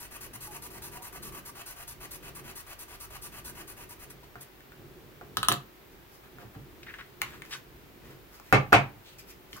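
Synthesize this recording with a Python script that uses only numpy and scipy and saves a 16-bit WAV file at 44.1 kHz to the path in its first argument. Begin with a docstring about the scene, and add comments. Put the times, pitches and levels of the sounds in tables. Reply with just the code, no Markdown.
"""A pastel pencil hatches back and forth on card on a desk: grainy friction noise through tip and card modes.
Faint short tones, wavering sines, sound over the early strokes. The pencil then drops among others: cracks
and ringing wooden modes. Fingers lift the card with a rustle of filtered grains, and its edge is knocked twice,
pushing the modes of the desk. Throughout, a small quiet room hums with filtered noise, a faint fan and a thin
whine; a two-port microphone hears it all."""
import sys
import numpy as np
from scipy import signal
from scipy.fft import rfft, irfft
from scipy.io import wavfile
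from scipy.ndimage import uniform_filter1d

SR = 44100
rng = np.random.default_rng(int(sys.argv[2]) if len(sys.argv) > 2 else 0)


def wrap_up_sound(samples):
    """Save the sound to the file named by the first command line argument, as 16-bit audio."""
    columns = np.atleast_2d(samples).T
    # keep every value between -1 and 1, then stretch to whole-number steps
    tamed = np.clip(columns, -1, 1)
    steps = np.round(tamed * 32767).astype(np.int16)
    wavfile.write(sys.argv[1], SR, steps)


def makeup_ratio(level_db):
    """Linear amplitude ratio for a level in decibels (20 dB per factor of ten)."""
    decades = np.asarray(level_db, float) / 20
    return 10 ** decades


N = 423360
T = np.arange(N) / SR


def level(x, db):
    """Root-mean-square scaling: sets the mean power of a signal."""
    return x * makeup_ratio(db) / np.sqrt(np.mean(x ** 2))


def colour(x, points):
    """Minimum-phase filtering: the folded cepstrum turns (freq_hz, gain_db) points into a causal response."""
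    hz, db = np.transpose(points)
    bins_hz = np.arange(1025) * SR / 2048
    log_gain = np.interp(np.log(bins_hz + 1), np.log(hz), db) * np.log(10) / 20
    cepstrum = irfft(log_gain)
    cepstrum[1:1024] *= 2
    response = irfft(np.exp(rfft(cepstrum[:1025], 2048)))
    return signal.oaconvolve(x, response)[:len(x)]


def ring(x, hz, t60):
    """Damped oscillator: a two-pole mode that rings from peak near 1 after a unit blow."""
    r = np.exp(-np.log(1000) / (max(t60, 0.002) * SR))
    w = 2 * np.pi * hz / SR
    return signal.lfilter([0, np.sin(w)], [1, -2 * r * np.cos(w), r * r], x)


def resonance(x, hz, width):
    """Driven resonance: a band-pass of gain 1 at its centre."""
    return signal.lfilter(*signal.iirpeak(hz, hz / width, SR), x)


def grit(spread_db):
    """Granular noise: dense grains of uneven size, rms 1."""
    sizes = makeup_ratio(spread_db * rng.exponential(size=N))
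    return level(rng.standard_normal(N) * sizes, 0)


def walk(rate):
    """Slow random fluctuation: held chance values (rate a second) smoothed twice, spread near 1."""
    k = int(SR / rate)
    held = np.repeat(rng.standard_normal(N // k + 1), k)
    return 1.3 * uniform_filter1d(uniform_filter1d(held, k), k)[:N]


def crack(count, ms, hz):
    """Impulsive contact: high-passed noise with exponential decay, ms being its time constant."""
    high_pass = signal.butter(2, hz, "high", fs=SR, output="sos")
    burst = signal.sosfilt(high_pass, rng.standard_normal(count))
    return burst * np.exp(-T[:count] / ms * 1000)


# reverberation time of the room: freq_hz, t60_s
ROOM_DECAY = [(100, 0.45), (400, 0.2), (1500, 0.24), (5000, 0.18), (12000, 0.12)]


def ports(x, lag, wet_db, pan_db=0.):
    """Arrival differences and reverberation: the right port hears lag samples late; room noise decays by octave."""
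    t, tail = T[:SR // 3], 0
    room_hz, room_t60 = np.transpose(ROOM_DECAY)
    for hz in 90 * 2. ** np.arange(8):
        mid, side = (resonance(rng.standard_normal(len(t)), hz, 1.27 * hz) for _ in range(2))
        t60 = np.interp(np.log(hz), np.log(room_hz), room_t60)
        apart = min(hz / 700, 1)  # the ports hear the room alike in the bass
        tail = tail + (mid + apart * side * np.array([[1], [-1]])) * makeup_ratio(-60 * t / t60)
    tail = tail * np.clip(t / 0.00085, 0, 1)  # the reflections build up at first
    tail = makeup_ratio(wet_db) * tail / np.sqrt(np.sum(tail ** 2) / 2)
    wet = signal.oaconvolve(x[None], tail, axes=1)[:, :N]
    delay = np.exp(-2j * np.pi * np.arange(N // 2 + 1) / N * lag)
    late = irfft(rfft(x) * delay, N)
    return np.array([x * makeup_ratio(pan_db / 2), late * makeup_ratio(-pan_db / 2)]) + wet


# strokes, pull and push in turn, relative levels: start_s, length_s, tip_hiss_db, card_db
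STROKE_TIMES = [(0.0, 0.07, -47.5, -47.5), (.109, 0.064, -48.5, -47), (.208, 0.066, -48, -48.5),
                (.333, 0.033, -46, -45.5), (.406, 0.077, -45, -47), (.508, 0.067, -46.5, -45),
                (.62, 0.057, -45, -48), (.703, 0.085, -50.5, -48), (.82, 0.07, -45.5, -49),
                (.915, 0.065, -49, -46.5), (1.021, 0.07, -46.5, -48), (1.125, 0.059, -49, -45),
                (1.224, 0.073, -45.5, -48), (1.32, 0.076, -48.5, -45.5), (1.452, 0.052, -46, -47.5),
                (1.55, 0.074, -51.5, -44.5), (1.66, 0.073, -45.5, -47), (1.759, 0.081, -51, -46.5),
                (1.875, 0.061, -45.5, -48.5), (2.003, 0.061, -50, -43.5), (2.109, 0.061, -45, -48.5),
                (2.225, 0.074, -53, -45.5), (2.349, 0.054, -48, -47.5), (2.44, 0.079, -52.5, -46),
                (2.555, 0.063, -45.5, -47.5), (2.665, 0.073, -51.5, -45), (2.789, 0.052, -46, -49.5),
                (2.88, 0.081, -53.5, -46), (3.0, 0.061, -47, -48.5), (3.104, 0.068, -51.5, -45.5),
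                (3.218, .062, -44.5, -49), (3.32, 0.082, -51, -46), (3.446, 0.067, -44.5, -48.5),
                (3.55, 0.076, -51.5, -46.5), (3.675, .056, -46.5, -48.5), (3.767, .078, -54, -49),
                (3.892, 0.049, -48, -48.5), (3.994, 0.053, -52, -48.5), (4.1, 0.021, -47, -49),
                (4.23, 0.019, -74, -53.5), (4.408, 0.029, -48, -51.5)]
# change of level along a stroke, a row for pull and one for push: tip_hiss_db, card_db
STROKE_SWELL = [(-4.5, 1), (5, 6.5)]
# colour of the tip hiss: freq_hz, gain_db
TIP_COLOUR = [(1500, -42.5), (3500, -1), (5000, -3.5), (6300, -4.5), (7600, -10.5), (8700, -0.5),
              (9700, -11.5), (10600, 0), (11500, 4), (12700, -4), (13500, -4), (15000, 3), (16500, -10)]
# modes of the card on its mat under the tip, relative levels: freq_hz, width_hz, level_db
CARD_MODES = [(720, 16, 4.5), (970, 64, 7), (1185, 91, 8.5), (1500, 140, 5), (1910, 17, 2),
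              (2500, 320, -3.5)]
# broad response of the card: freq_hz, gain_db
CARD_COLOUR = [(40, 4.5), (120, 2.5), (400, -20), (1000, -9.5), (2000, -3), (3000, -6), (4000, -5),
               (6500, -13.5), (9000, -16.5)]


def hatching():
    """Sliding friction: grains torn off the tip hiss and shake the card modes; both stop where the hand turns."""
    start_s, stop_s, speed_power = 0.014, 0.019, 3.4  # the hand speeds up and stops
    push_low_db = 6.5  # pushing drives the lowest card mode harder than pulling
    hiss, board, pushing = np.zeros((3, N))
    for k, (s, length, hiss_db, board_db) in enumerate(STROKE_TIMES):
        i = slice(max(int((s - 0.05) * SR), 0), int((s + length + 0.1) * SR))
        t = T[i] - s
        hiss_swell_db, board_swell_db = STROKE_SWELL[k % 2]
        along = np.clip(t / length, 0, 1) - 0.5
        ramps = np.minimum(t / start_s + 0.78, (length - t) / stop_s + 0.72)
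        drive = np.clip(ramps, 0, 1) ** speed_power
        pushing[i] = np.maximum(pushing[i], k % 2 * drive)
        hiss[i] += drive * makeup_ratio(hiss_db + hiss_swell_db * along)
        board[i] += drive * makeup_ratio(board_db + board_swell_db * along)
    tooth = makeup_ratio(1.4 * walk(200))  # the paper's tooth makes the drag flutter
    grains = grit(1.5)
    broad = colour(grains, CARD_COLOUR)
    # the tip moves across the modes, so each wavers
    modes = sum(makeup_ratio(db + 3.1 * walk(9)) * resonance(grains, hz, w) for hz, w, db in CARD_MODES)
    low_hz, _, low_db = CARD_MODES[0]
    modes += makeup_ratio(low_db) * (makeup_ratio(push_low_db * pushing) - 1) * resonance(grains, low_hz, 99.0)
    shake = level(level(broad, -1.8) + level(modes, -4), -2.63)
    tip = level(colour(grains, TIP_COLOUR), 0.56)
    return ports(tooth * (hiss * tip + board * shake), lag=4.7, wet_db=-4.5, pan_db=2.7)


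# the pencil landing and bouncing; crack relative to level: start_s, level_db, crack_db
BOUNCES = [(5.37, -16, 0.5), (5.43, -17.5, 1.5), (5.448, -29, -4), (5.485, -9, 5.5), (5.517, -14, -28),
           (5.523, -22, 12), (5.54, -29, 3)]
# modes of the wooden barrels, relative levels: freq_hz, level_db, t60_s
BARREL_MODES = [(1045, -0.5, 0.018), (1286, 4.5, 0.038), (1500, 4, 0.019), (1700, -3.5, 0.014),
                (2460, -2, 0.01), (3100, -3, 0.034), (3700, -13, .015), (4147, -5, 0.032),
                (4750, -1.5, 0.011), (6320, -30, .015), (8300, -16, 0.021), (11500, -14, 0.022)]


def pencil():
    """Modal excitation: each bounce cracks and rings the wooden barrels, catching their modes differently."""
    push, out = np.zeros((len(BARREL_MODES) + 1, N)), np.zeros(N)
    for s, db, crack_db in BOUNCES:
        i = int(s * SR)
        uneven_db = 2.5 * rng.standard_normal(len(BARREL_MODES))
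        push[:, i] = makeup_ratio(db + np.append(uneven_db, 0))  # the last row drives the mat
        out[i:i + 600] += makeup_ratio(db + crack_db) * crack(count=600, ms=0.74, hz=3300)
    barrels = sum(makeup_ratio(db) * ring(push[k], hz, t60) * (-1) ** k
                  for k, (hz, db, t60) in enumerate(BARREL_MODES))
    click = np.convolve(push[-1], crack(count=200, ms=0.71, hz=150))[:N]
    mat = colour(click, [(40, -68), (200, -1), (700, 2.0), (1400, 6), (2500, 11), (4000, 4.5), (8000, -70)])
    return ports(out + makeup_ratio(-9.5) * barrels + makeup_ratio(4) * mat, lag=5.15, wet_db=-6.0, pan_db=3.5)


# blows on the desk; the push peaks a quarter of contact_ms in, rattle is relative to level:
# start_s, level_db, contact_ms, rattle_s, rattle_db
DESK_BLOWS = [(0.333, -31, 4.5, 0.034, -16), (4.356, -24.5, 1.7, 0.0072, -17.5),
              (5.212, -36, 0.79, 0.0076, -15), (5.37, -35.5, 1.7, 0.025, -7.5),
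              (5.485, -20, 1.52, 0.057, -17.5), (6.385, -40, 0.63, 0.034, -26),
              (6.421, -38, 2.5, 0.033, -9), (6.46, -39, 2.9, 0.039, -17), (6.552, -24.5, 5.1, 0.029, -12),
              (7.218, -33.5, 2, 0.016, -15), (8.526, -12.5, 0.39, 0.035, -13.5), (8.54, -14, 10, .03, -19),
              (8.7225, -24, 0.51, 0.005, 1.5), (8.7292, -10.5, 0.28, 0.032, -16),
              (9.529, -27.5, 6.9, 0.026, -10)]
# modes of the desk, relative levels: freq_hz, level_db, t60_s
DESK_MODES = [(55, -26.5, 0.12), (105.2, -20.5, 0.23), (134.8, -18.5, 0.26), (205.6, -12.5, 0.084),
              (300, -15, 0.086), (395, -8, 0.031), (554, -11, 0.038), (704, -11, 0.078), (807, -9.5, 0.098),
              (1175, -9.5, 0.057), (1677, -5.5, 0.038), (2160, -10, 0.039)]
# response of air and card to a blow: freq_hz, gain_db
SLAP_COLOUR = [(40, -30), (120, -13), (400, -11.5), (800, 6.5), (1500, 0.5), (2500, 9.5), (3500, 0),
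               (6000, -0.5), (9000, -3), (16000, -24)]


def knocks():
    """Contact time sets bandwidth: a push and the rattle of a settling edge ring the desk; soft contact is longer."""
    # crack under a 1 ms blow; weaker as the contact gets longer
    crack_at_1ms_db, crack_db_per_octave = -21.5, -7.5
    push, snap, tap = np.zeros(N + SR), np.zeros(N), np.zeros(N)
    for s, db, ms, rattle_s, rattle_db in DESK_BLOWS:
        crack_db = db + crack_at_1ms_db + crack_db_per_octave * np.log2(ms)
        i, m = int(s * SR), int(rattle_s * SR)
        u = T[:1500] * 1000 / ms * 4
        pulse = u * np.exp(-u) * u[1]  # unit area
        hits = makeup_ratio(rattle_db) * rng.standard_normal(4000)[:m] * np.sqrt(np.linspace(1, 0, m))
        hits[0] = 1
        push[i:i + m + len(u) - 1] += makeup_ratio(db) * np.convolve(hits, pulse)
        snap[i:i + 600] += makeup_ratio(crack_db) * crack(count=600, ms=1.76, hz=4130)
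        tap[i] = makeup_ratio(crack_db)
    push = push[:N]
    snap += makeup_ratio(22.5) * ring(tap, 1434, 0.0062)  # the stiff card edge rings briefly
    desk = sum(makeup_ratio(db) * ring(push, hz, t60) * (-1) ** k for k, (hz, db, t60) in enumerate(DESK_MODES))
    # the desk carries its ring straight to the microphone stand; the slap comes mostly off the walls
    through_desk = ports(makeup_ratio(-6.5) * desk, lag=4.1, wet_db=-3)
    slap = ports(makeup_ratio(13.5) * colour(push, SLAP_COLOUR), lag=15.0, wet_db=4.5)
    return through_desk + slap + ports(snap, lag=6.96, wet_db=-4.0)


# hand, sleeve and card sliding softly, before the swell: start_s, length_s, flap_db, hiss_db, centre_hz
CARD_SLIDES = [(5.91, 0.037, -80, -64, 1600), (6.082, 0.11, -82, -60, 1600),
               (6.227, 0.05, -58.5, -61, 1300), (6.383, 0.084, -58.5, -60, 1170),
               (6.53, 0.038, -60, -61, 1400), (6.817, 0.28, -60.5, -76, 1790),
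               (7.206, 0.21, -55.5, -55.5, 1700), (7.43, 0.17, -55.5, -52, 1860),
               (7.998, 0.18, -62, -60, 1600), (8.298, 0.1, -62, -53.5, 1290),
               (8.423, 0.12, -62, -55.5, 2100), (9.028, 0.12, -55.5, -60, 3530),
               (9.178, .04, -56, -50, 2500), (9.268, 0.064, -57, -49.5, 2310),
               (9.506, 0.12, -61, -48.5, 2000)]
# card ticking and snapping; crack relative to level: start_s, level_db, centre_hz, crack_db
CARD_TICKS = [(4.606, -42, 1700, -18), (4.72, -41, 1200, -20), (6.9097, -45, 1800, -22),
              (6.938, -48, 2500, -15), (6.985, -40, 2000, -15), (7.042, -49, 2500, -16),
              (7.213, -44, 1990, -14), (7.217, -15.5, 1980, -0.5), (7.222, -27.5, 890, -11),
              (7.233, -39, 2500, -1), (7.4202, -28, 1900, -12), (7.451, -40, 1820, -1),
              (8.3987, -39, 910, 0), (9.5306, -28.5, 2840, -37)]


def card():
    """Friction and slip: each slide crackles through a flap resonance; ticks are single slips of the edge."""
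    grains = grit(3) * makeup_ratio(3.3 * walk(70))
    hiss_colour = [(2500, -37.5), (5000, -1), (9000, -12), (13000, -1), (16000, -6.0)]
    hiss = level(colour(grains, hiss_colour), 0)
    slides, ticks = np.zeros((2, N))
    for s, length, flap_db, hiss_db, hz in CARD_SLIDES:
        i = slice(int(s * SR), int((s + length) * SR))
        flap = level(resonance(grains[i], hz, 0.6 * hz), flap_db)
        swell = np.sin(np.linspace(0, np.pi, len(flap)))
        slides[i] += swell * (flap + makeup_ratio(hiss_db) * hiss[i])
    for s, db, hz, crack_db in CARD_TICKS:
        i = int(s * SR)
        slip = crack(count=900, ms=1.14, hz=398)
        snap = resonance(resonance(slip, hz, hz), hz, hz)
        bright = makeup_ratio(crack_db) * crack(count=900, ms=0.76, hz=3980)
        ticks[i:i + 900] += makeup_ratio(db) * (snap / np.max(np.abs(snap)) + bright)
    return ports(slides, lag=4.75, wet_db=-2.0, pan_db=3.0) + ports(ticks, lag=5.2, wet_db=-5, pan_db=4.5)


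# fingertips catching and rubbing the card edge: start_s, length_s, level_db, centre_hz, width_hz
EDGE_RUBS = [(6.83, 0.011, -43, 2520, 2500), (6.863, 0.063, -47.5, 1840, 790),
             (6.938, 0.018, -42.5, 1730, 700), (6.985, 0.042, -44.5, 1680, 900),
             (7.227, 0.07, -51, 1500, 2000), (7.33, 0.037, -54, 1500, 1500),
             (7.508, 0.054, -40, 2500, 3470), (7.546, 0.02, -41.5, 1500, 905),
             (9.559, 0.032, -50.5, 1210, 503)]


def rubs():
    """Stick-slip friction: short bursts with a sudden catch and a slower release."""
    out, grains = np.zeros(N), grit(2.5) * makeup_ratio(2.5 * walk(150))
    for s, length, db, hz, width in EDGE_RUBS:
        catch, release = (T - s) / 0.0016, (s + length + 0.006 - T) / 0.021
        grip = np.clip(np.minimum(catch, release), 0, 1)
        out += grip * level(resonance(resonance(grains, hz, width), hz, 2 * width), db)
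    return ports(out, lag=3.65, wet_db=-9.5, pan_db=3.2)


# faint short tones, about which pitch and level waver: start_s, length_s, pitch_hz, level_db
SHORT_TONES = [(0.465, 0.068, 847, -53), (.525, 0.085, 940, -60), (.74, 0.056, 930, -60),
               (0.798, 0.1, 872, -62), (0.968, 0.058, 747, -55), (1.0, 0.038, 937, -56),
               (1.05, 0.15, 725, -68)]


def whistles():
    """Frequency and amplitude modulation: soft sines of slightly unsteady pitch and level."""
    out = np.zeros(N)
    phase = 2 * np.pi * np.cumsum(1 + 0.0114 * walk(25.1)) / SR  # of a 1 Hz tone
    for s, length, hz, db in SHORT_TONES:
        fade = np.clip(np.minimum(T - s, s + length - T) / 0.014, 0, 1)
        out += fade * makeup_ratio(db) * np.sqrt(2) * np.sin(hz * phase)
    return ports(out * makeup_ratio(2 * walk(40.7)), lag=3.8, wet_db=-12)


# colour of room tone and microphone hiss: freq_hz, gain_db
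AIR_COLOUR = [(20, -48), (40, 4), (60, -8), (110, -2), (250, -5), (370, -6), (500, -12.5), (1000, -15.5),
              (2000, -17), (3500, -22), (6000, -28.5), (9000, -32), (12000, -27.5), (15600, -21)]
# bands of the fan hum, relative levels: freq_hz, width_hz, level_db
FAN_BANDS = [(55, 22, -62.5), (136.8, 3, -64.5), (365.4, 67, -58.5)]
# level of the low room tone, about which it wavers: start_s, level_db
LOW_TONE_LEVEL = [(0.0, -56.5), (0.52, -50), (1.22, -52), (1.79, -57.5), (2.35, -48), (2.73, -55.5),
                  (3.62, -51.5), (4.61, -57), (4.82, -52.5), (5.44, -49.5), (5.65, -58.5), (6.45, -52),
                  (8.05, -54), (8.45, -56.5)]


def room_tone():
    """Partly coherent noise: a broad hush alike at both ports only in the bass, wavering lows, fan and whine."""
    air_db = -54.5
    mid, side = (colour(rng.standard_normal(N), AIR_COLOUR) for _ in range(2))
    side = colour(side, [(60, -11.5), (300, -8.5), (800, -4.5), (1500, -5.5)])
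    both = level(mid, air_db) + level(side, air_db - 2.0) * np.array([[1], [-1]])
    # deep lies below 100 Hz, low below 500 Hz
    deep, low = (signal.sosfilt(signal.butter(2, hz, fs=SR, output="sos"), both) for hz in (100, 500))
    fan = sum(level(resonance(rng.standard_normal(N), hz, w), db) for hz, w, db in FAN_BANDS)
    low_db = np.interp(T, *np.transpose(LOW_TONE_LEVEL)) + 2 * walk(9)
    hum = makeup_ratio(low_db) * level(low - deep + fan, 0)
    rumble = makeup_ratio(3.0 * walk(3.3)) * deep
    whine = level(resonance(mid, 13190, 40.), -87)
    out = both - low + hum + rumble + whine
    return out * makeup_ratio(np.array([[0.5], [-0.5]]))


def scene():
    """Superposition: everything on the desk adds to the room tone."""
    return hatching() + pencil() + knocks() + card() + rubs() + whistles() + room_tone()


def band_limit(x):
    """A steep low-pass at the top of the band."""
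    return signal.sosfilt(signal.butter(12, 16660, fs=SR, output="sos"), x)


def record(dry):
    """Transducer response and overload: the left port is weaker in the bass, full scale clips, the top is cut."""
    left = colour(dry[0], [(100, -2.0), (300, -2.5), (700, -0.5)])
    clipped = np.clip(np.array([left, dry[1]]), -1, 1)
    low_pass = signal.ellip(8, 0.2, 60, 15720, fs=SR, output="sos")  # ripple dB, stop dB, edge Hz
    mix = signal.sosfilt(low_pass, clipped)
    return band_limit(mix)


dry = scene()
out = record(dry)
wrap_up_sound(out)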